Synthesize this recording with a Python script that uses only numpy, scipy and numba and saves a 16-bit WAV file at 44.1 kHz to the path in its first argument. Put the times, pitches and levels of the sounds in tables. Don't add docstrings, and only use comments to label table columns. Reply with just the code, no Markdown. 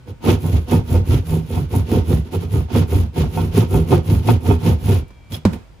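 import sys
import numpy as np
from scipy import signal
from scipy.fft import rfft, irfft
from scipy.io import wavfile
from scipy.ndimage import uniform_filter1d
from numba import njit

SR = 44100
rng = np.random.default_rng(int(sys.argv[2]) if len(sys.argv) > 2 else 0)


def generate_wav(sig):
    pcm = np.round(np.clip(np.atleast_2d(sig).T, -1, 1) * 32767).astype(np.int16)
    wavfile.write(sys.argv[1], SR, pcm)


N = 255780

# fastest_s, rise_s, fall_s, grit_gain_db, dust_gain_db,
# boom_gain_db, boom_lag_s, drum_gain_db, drum_lag_s, rasp_gain_db, rasp_lag_s,
# chatter_rising_hz, chatter_full_speed_hz, chatter_slowing_hz
STROKES = [(0.092, 0.046, 0.06, -47.5, -50.5, -27.5, 0.018, -46, -0.005, -32.5, -0.01, 104.5, 84, 80.5),
           (0.295, 0.1, 0.14, -27, -29.5, -12.5, 0.012, -19.5, -0.00075, -10.5, -0.0015, 91.9, 95, 95),
           (0.469, 0.137, 0.38, -40.5, -38.5, -18, 0.009, -25, -0.0012, -25.0, -0.016, 99.1, 86, 84.7),
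           (0.569, 0.092, 0.077, -39.0, -42, -11.5, -0.022, -29.5, -0.007, -23.5, -0.014, 87, 82, 78),
           (0.727, 0.078, 0.16, -32.5, -32, -12.5, 0.027, -18.5, 0.012, -13, -0.0027, 99.15, 112, 93),
           (0.931, 0.13, 0.16, -37.0, -36.5, -10.5, 0.032, -27, 0.043, -19.5, 0.017, 79.9, 82, 72.5),
           (1.126, 0.11, 0.16, -32.5, -34.0, -10.0, -0.0049, -33, 0.01, -19.0, -0.011, 90.6, 84, 86),
           (1.328, 0.14, 0.2, -38.5, -36, -19, 0.0011, -16.5, 0.034, -21.5, 0.022, 85, 89, 93),
           (1.559, 0.18, 0.21, -39, -38.5, -17.5, 0.023, -32.0, 0.032, -24.0, 0.003, 86.16, 91, 105),
           (1.759, 0.099, 0.148, -37.5, -33.5, -13.0, 0.012, -23.5, 0.021, -20.5, -0.013, 91, 89, 85),
           (1.952, 0.14, 0.14, -33.5, -35.0, -13, 0.018, -25.0, 0.002, -12.5, -0.0033, 87.75, 104, 84.7),
           (2.115, 0.114, 0.2, -37, -34.0, -12.5, 0.01, -20, 0.021, -19, -0.007, 88.15, 97, 85),
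           (2.267, 0.046, 0.075, -48.5, -53, -35.0, 0.041, -52.0, 0.027, -33, 0.003, 69, 77, 102),
           (2.351, 0.061, 0.062, -36, -37.5, -17.5, 0.028, -25, 0.0072, -20.5, -0.0074, 109.2, 87, 90),
           (2.435, 0.091, 0.075, -40.5, -45.5, -22.5, 0.028, -29.5, -0.011, -29, 0.0036, 107.8, 89, 85.6),
           (2.555, 0.11, 0.19, -39.5, -38.5, -14, 0.0033, -28.5, -0.001, -23, 0.0013, 98.95, 99, 85),
           (2.78, 0.12, 0.13, -30.5, -34.5, -11.5, 0.002, -23, 0.016, -14, -0.017, 92.96, 97.85, 102),
           (2.94, 0.11, 0.24, -36.5, -35.5, -12, 0.016, -28, 0.032, -19.5, 0.0035, 76.9, 87, 88.8),
           (3.188, 0.07, 0.17, -33, -36.5, -13, 0.026, -21, 0.005, -18.5, -0.0036, 85.9, 86, 93),
           (3.39, 0.16, 0.2598, -38.0, -37.5, -18, 0.033, -23, 0.011, -22, 0.006, 85, 91, 81.9),
           (3.58, 0.085, 0.15, -29, -31.5, -11, 0.0062, -16.5, 0.0025, -13, -0.006, 106.7, 103, 104),
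           (3.758, 0.12, 0.188, -37, -33, -12, -0.0065, -18.0, 0.042, -16, 0.00013, 94.94, 88, 87),
           (3.93, 0.099, 0.14, -31, -32.5, -11.5, 0.0087, -17.5, 0.025, -12, 0.00095, 102, 107, 90),
           (4.115, 0.12, 0.19, -36.0, -33, -11, 0.015, -23, 0.015, -19.5, -0.0014, 93, 97.7, 92.2),
           (4.302, 0.11, 0.132, -31, -32.5, -9.5, 0.012, -30, -0.016, -14.5, -0.0018, 102.9, 116, 96),
           (4.499, 0.13, 0.14, -35.0, -32.5, -10.5, 0.008, -24, -0.0051, -14.5, 0.0047, 89, 105, 90.3),
           (4.684, 0.132, 0.14, -32, -33, -10.5, 0.018, -19.5, -0.00075, -16, -0.0037, 99, 104, 83),
           (4.921, 0.188, 0.17, -34.0, -33.5, -11.5, -0.0052, -26, -0.015, -19, -0.0051, 97, 103, 98),
           (5.343, 0.061, 0.084, -37.5, -34.0, -25, -0.018, -37.0, 0.038, -33, -0.0069, 105, 90, 83),
           (5.532, 0.012, 0.082, -48, -43.5, -27, -0.016, -35, -0.034, -26, -0.0064, 95, 93, 70)]
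# centre_hz, width_hz, gain_db
UPPER_MODES = [(880, 490, -13), (550, 370, -13), (731, 34, 2), (905.7, 28.3, 5), (1073, 13.5, -7),
               (1236, 14, -5), (1357, 6.5, -4.5), (1490, 13, -9.5), (2154, 10, -9.5), (2535, 23, -9.5),
               (3330, 9.3, -8.5)]


def undb(db):
    return 10 ** (np.asarray(db) / 20)


def unit(x):
    return x / np.sqrt(np.mean(x ** 2))


def decay(t, t60_s):
    return np.exp(-np.log(1000) * t / t60_s)


def colour(x, points, turn_rad=0):
    hz, db = np.transpose(points)
    bins_hz = np.arange(N // 2 + 1) * SR / N + 1
    outline_db = np.interp(np.log(bins_hz), np.log(hz), db, -90, -90)
    return irfft(rfft(x) * undb(outline_db) * np.exp(1j * turn_rad), N)


@njit
def svf(x, hz, width_hz):
    y, band, low = np.empty(len(x)), 0., 0.
    for i in range(len(x)):
        g, k = np.tan(np.pi * hz[i] / SR), width_hz / hz[i]
        v = (band + g * (x[i] - low)) / (1 + g * (g + k))
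        band, low, y[i] = 2 * v - band, low + 2 * g * v, k * v
    return y


def walk(rate_hz):
    hold = int(SR / rate_hz)
    steps = np.repeat(rng.standard_normal(N // hold + 1), hold)
    return unit(uniform_filter1d(uniform_filter1d(steps, hold), hold)[:N])


def resonate(x, modes, shift_db=0.):
    out = np.zeros(N)
    for k, (hz, width_hz, db) in enumerate(modes):
        gain = undb(db + shift_db * walk(18))
        out += (-1) ** k * gain * svf(x, np.full(N, 1. * hz), 1. * width_hz)
    return out


def smooth_rms(x, span_s):
    return np.sqrt(uniform_filter1d(x ** 2, int(span_s * SR)) + 1e-12)


def snaps(events, gain_db, fall_s):
    out, t = np.zeros(N), np.arange(int(6 * fall_s * SR)) / SR
    for s, db in events:
        start = int(s * SR)
        out[start:start + len(t)] += undb(db + gain_db) * np.exp(-t / fall_s)
    return out


def room():
    # hz, gain_db
    rumble_outline = [(24, -34), (40, -1), (122, -3.5), (284, -15), (478, -18), (1960, -29), (2390, -26.5),
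                      (2580, -29), (8070, -41.5), (15000, -50)]
    # pitch_hz, level_db (rms, before wavering), start_s, end_s
    hum_partials = [(59, -48, 0, 5.8), (118, -50, 0, 5.4), (937, -69, 0, 5.8), (1480, -67, 0, 2.4),
                    (4936, -78, 5.05, 5.8)]
    shared, left, right = rng.standard_normal((3, N))
    pair = [colour(shared + 1.8 * left, rumble_outline), colour(shared + 1.7 * right, rumble_outline)]
    air = unit(np.array(pair))
    t, hum = np.arange(N) / SR, np.zeros(N)
    for hz, db, start_s, end_s in hum_partials:
        gate = uniform_filter1d(1. * (t >= start_s) * (t <= end_s), SR // 20)
        level = np.sqrt(2) * undb(db + 2 * walk(7.4))
        hum += level * gate * np.sin(2 * np.pi * hz * t + 2.26 * walk(29))
    return undb(-47 + 0.5 * walk(15)) * air + hum


def whine():
    # multiple, level_db (rms, before wavering)
    partials = [(5.0, -64), (6.0, -77), (7.0, -72), (9.0, -79)]
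    base_hz, start_s, end_s = 464.3, 4.9, 5.42
    t, tone = np.arange(N) / SR, np.zeros(N)
    gate = uniform_filter1d(1. * (t >= start_s) * (t <= end_s), size=4000)
    for multiple, db in partials:
        level = np.sqrt(2) * undb(db + 2 * walk(12))
        tone += level * np.sin(2 * np.pi * multiple * base_hz * t + .5 * walk(20))
    return gate * tone


def echo(x, t60_s, db):
    t = np.arange(int(t60_s * SR)) / SR
    mids = signal.butter(1, [250, 3500], "bandpass", fs=SR)
    tail = signal.lfilter(*mids, rng.standard_normal((2, len(t)))) * decay(t, t60_s)
    tail = tail / np.sqrt(np.sum(tail ** 2, 1, keepdims=True))
    return undb(db) * signal.fftconvolve(x, tail, axes=1)[:, :N]


def knocks():
    # start_s, thump_gain_db, slap_gain_db, slap_hz
    hits = [(5.081, -62, -58, 9470), (5.105, -38.5, -47.5, 954), (5.321, -32, -34, 3082),
            (5.4515, 0, -17.5, 865), (5.533, -21, -35.5, 2050)]
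    # pitch_hz, gain_db, t60_s
    wall_modes = [(98, -6, 0.16), (203.3, -14.5, 0.22), (497, -12.5, 0.064), (1021, -27.5, 0.09)]
    out, t = np.zeros((2, N)), np.arange(int(.25 * SR)) / SR
    sweep_hz = 150 + 110 * np.exp(-t / 0.023) + 1000 * np.exp(-t / 0.00188)
    thump = np.sin(2 * np.pi * np.cumsum(sweep_hz) / SR) * decay(t, 0.13) * (1 - decay(t, 0.024))
    for hz, db, t60_s in wall_modes:
        thump = thump + undb(db) * np.sin(2 * np.pi * hz * t) * decay(t, t60_s)
    slap_fall = decay(t, 0.056) + 0.11 * decay(t, 0.51)
    for s, thump_db, slap_db, slap_hz in hits:
        noise = rng.standard_normal((2, len(t)))
        centre_hz = np.full(len(t), 1. * slap_hz)
        slap = np.array([unit(svf(side, centre_hz, .9 * slap_hz)) for side in noise])
        hit = undb(thump_db) * thump + undb(slap_db) * slap * slap_fall
        start = int(s * SR)
        out[:, start:start + len(t)] += hit * undb([[-1.5], [1.5]])
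    return out


def blade():
    # centre_hz, width_hz, gain_db
    blade_modes = [(3330, 100, 8), (5223, 190, -3), (3080, 130, -18)]
    # time_s, level_db
    slide = [(5.31, -67), (5.325, -46), (5.349, -29), (5.368, -52), (5.385, -70)]
    s, db = np.transpose(slide)
    gain = undb(np.interp(np.arange(N) / SR, s, db, -120, -120))
    return np.array([gain * unit(resonate(rng.standard_normal(N), blade_modes)) for _ in range(2)])


def follow(gain_db, lag_s, law):
    up, down, drop_db, ring_s = law
    t, power = np.arange(N) / SR, np.zeros(N)
    for (s, rise, fall), db, lag in zip(np.array(STROKES)[:, :3], gain_db, lag_s):
        peak, rise, fall = s + lag, max(rise + lag, 1e-2), max(fall + ring_s - lag, 1e-2)
        part = slice(max(int((peak - rise) * SR), 0), int((peak + fall) * SR))
        effort = np.interp(t[part], [peak - rise, peak, peak + fall], [0, 1, 0])
        speed = np.sin(np.pi / 2 * effort) ** np.where(t[part] < peak, up, down)
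        power[part] += (undb(db - drop_db * (1 - effort)) * speed) ** 2
    return 10 * np.log10(np.abs(uniform_filter1d(power, size=300)) + 1e-12)


def chatter():
    rest_hz, stage_s = 75.87, 0.036
    t, hz, weight = np.arange(N) / SR, np.full(N, 1e-9 * rest_hz), np.full(N, 1e-9)
    for row in STROKES:
        s, rise, fall = row[0] + row[6], row[1], row[2]
        stages = s + stage_s * np.arange(-1, 3)
        share = np.interp(t, [s - rise, s, s + fall], [0, 1, 0]) ** 4
        hz = hz + share * np.interp(t, stages, [*row[-3:], rest_hz])
        weight = weight + share
    return uniform_filter1d(hz / weight, size=300)


def drum():
    hz = 161.5 * (1 + 0.019 * walk(24.99))
    return np.sqrt(2) * np.sin(2 * np.pi * np.cumsum(hz) / SR) * undb(1.1 * walk(40))


def boom(phase, hz):
    tone = np.sqrt(2) * (np.sin(phase) + 0.17 * np.sin(3 * phase + 3 * walk(7.1)))
    rumble = unit(svf(svf(rng.standard_normal(N), hz, 62.0), hz, 62.0))
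    apart = unit(svf(rng.standard_normal(N), hz, 53.0))
    body = tone + undb(2.0) * rumble
    body = body / smooth_rms(body, 0.0488)
    return body + undb(-17.5) * apart * np.array([[1], [-1]])


def grit(phase, grit_db, dust_db):
    # start_s, relative_db
    chips = [(0.2418, -37), (0.6834, -28), (2.3204, -27), (3.4129, -34.5), (3.5771, -14), (3.7686, -23),
             (4.1073, -39), (4.1308, -37), (4.2707, -28), (4.3036, -8), (4.663, -15)]
    # hz, gain_db
    left_outline = [(500, -26), (1000, 4), (1700, -0.5), (2500, 4), (3300, 1), (4500, -4.5), (6500, -9.5),
                    (8000, -24)]
    right_outline = [(500, 15.5), (1000, 4), (1400, 3), (1700, -2), (3000, 5), (4500, -1.5), (6500, -5),
                     (8000, -18.5)]
    # hz, gain_db
    dust_outline = [(5000, -20), (7500, -10), (9000, -9), (10500, -5), (11200, -10), (12000, -5.5),
                    (14000, -6), (15500, -10)]
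    in_step_hz, port_lag_s = 10850, 2.14e-4
    chip_level = snaps(chips, -21, 0.0047)
    burst = undb(grit_db + 1.6 * walk(150) + 1.2 * np.cos(phase)) + chip_level
    shared, left, right, fine, spray = rng.standard_normal((5, N))
    wide = np.array([colour(burst * (left + 0.38 * shared), left_outline),
                     colour(burst * (right + 0.51 * shared), right_outline)])
    ring = np.array([resonate(burst * (side + 0.5 * shared), UPPER_MODES) for side in (left, right)])
    turn_rad = np.pi * port_lag_s * (np.arange(N // 2 + 1) * SR / N - in_step_hz)
    clumps_db = 1.5 * walk(200) + 1.4 * walk(50) + 1.4 * np.cos(phase)
    puff = undb(dust_db + clumps_db) + undb(1.0) * chip_level
    dust = np.array([colour(puff * (fine + 0.017 * spray), dust_outline, turn_rad),
                     colour(puff * (fine - 0.017 * spray), dust_outline, -turn_rad)])
    return undb(3) * wide + undb(4.5) * ring + undb(7) * dust


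def teeth(phase):
    struck = rng.random(N) < 900 / SR
    bites = struck * rng.standard_normal(N) * undb(3.7 * rng.exponential(size=N))
    return unit(unit(bites) + .5 * rng.standard_normal(N)) * undb(4.15 * np.cos(phase))


def upper_share_db():
    # time_s, relative_db
    share = [(0, 1), (1.501, -1), (2.5, 0.5), (3.7, 0.5), (5.4, 1)]
    s, db = np.transpose(share)
    return np.interp(np.arange(N) / SR, s, db)


def rasp(phase):
    # centre_hz, width_hz, gain_db
    low_modes = [(234.4, 15.8, 5.5), (303.7, 84.4, -3.5), (352.7, 41.7, 0.5), (396, 44.3, -3),
                 (489, 29.6, -4)]
    shared, left, right = (teeth(phase) for _ in range(3))
    low = unit(resonate(shared, low_modes, shift_db=1.25))
    side = unit(resonate(left - right, low_modes))
    high = unit(np.array([undb(1.0) * resonate(left, UPPER_MODES),
                          undb(6.0) * resonate(right + 0.32 * left, UPPER_MODES)]))
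    pair = np.array([undb(-2.0) * (low + 0.21 * side), undb(1.4) * (low - 0.24 * side)])
    pair = pair + undb(-13 + upper_share_db()) * high
    return pair / smooth_rms(low, 0.058)


def scene():
    # rising_power, falling_power, extra_drop_towards_rest_db, ring_on_s
    grit_law = (1.76, 3.15, 9.2, 0.00074)
    dust_law = (3, 7, 2.5, 0.01)
    boom_law = (5.55, 4.3, 0.24, 0.035)
    drum_law = (2.6, 6.4, 14.3, 0.075)
    rasp_law = (0.48, 6, 34.8, 0.096)
    # start_s, relative_db
    catches = [(0.073, -28), (0.242, -11.5), (0.289, -6), (0.721, -6), (0.951, -12), (1.504, -14),
               (1.73, -16), (1.917, -9.5), (2.131, -13), (2.337, -14), (2.752, -4.5), (3.163, -17),
               (3.565, -8), (3.71, -18), (3.917, -6), (4.491, -8.5), (4.89, -14)]
    columns = np.array(STROKES).T[3:11]
    grit_gain, dust_gain, boom_gain, boom_lag, drum_gain, drum_lag, rasp_gain, rasp_lag = columns
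    grit_db = follow(grit_gain, 0 * grit_gain, grit_law)
    dust_db = follow(dust_gain, 0 * dust_gain, dust_law)
    boom_db = follow(boom_gain, boom_lag, boom_law)
    drum_db = follow(drum_gain, drum_lag, drum_law)
    bite = undb(follow(rasp_gain, rasp_lag, rasp_law)) + snaps(catches, gain_db=-10.5, fall_s=0.012)
    hz = chatter()
    phase = 2 * np.pi * np.cumsum(hz * (1 + 0.039 * walk(40))) / SR
    low = undb(boom_db) * boom(phase, hz) + undb(drum_db) * drum()
    saw = undb([[-.6], [.6]]) * low + bite * rasp(phase) + grit(phase, grit_db, dust_db)
    near = saw + blade() + knocks()
    return near + echo(near, t60_s=.3, db=-18.5) + room() + whine()


def record(dry):
    bass_cut = signal.butter(2, 36, "highpass", fs=SR, output="sos")
    top_cut = signal.ellip(10, .2, 80, 15900, fs=SR, output="sos")
    dry = signal.sosfilt(bass_cut, dry)
    soft = dry / (1 + np.abs(dry / 1.05) ** 3) ** (1 / 3)
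    return signal.sosfilt(top_cut, soft)


dry = scene()
out = record(dry)
generate_wav(out)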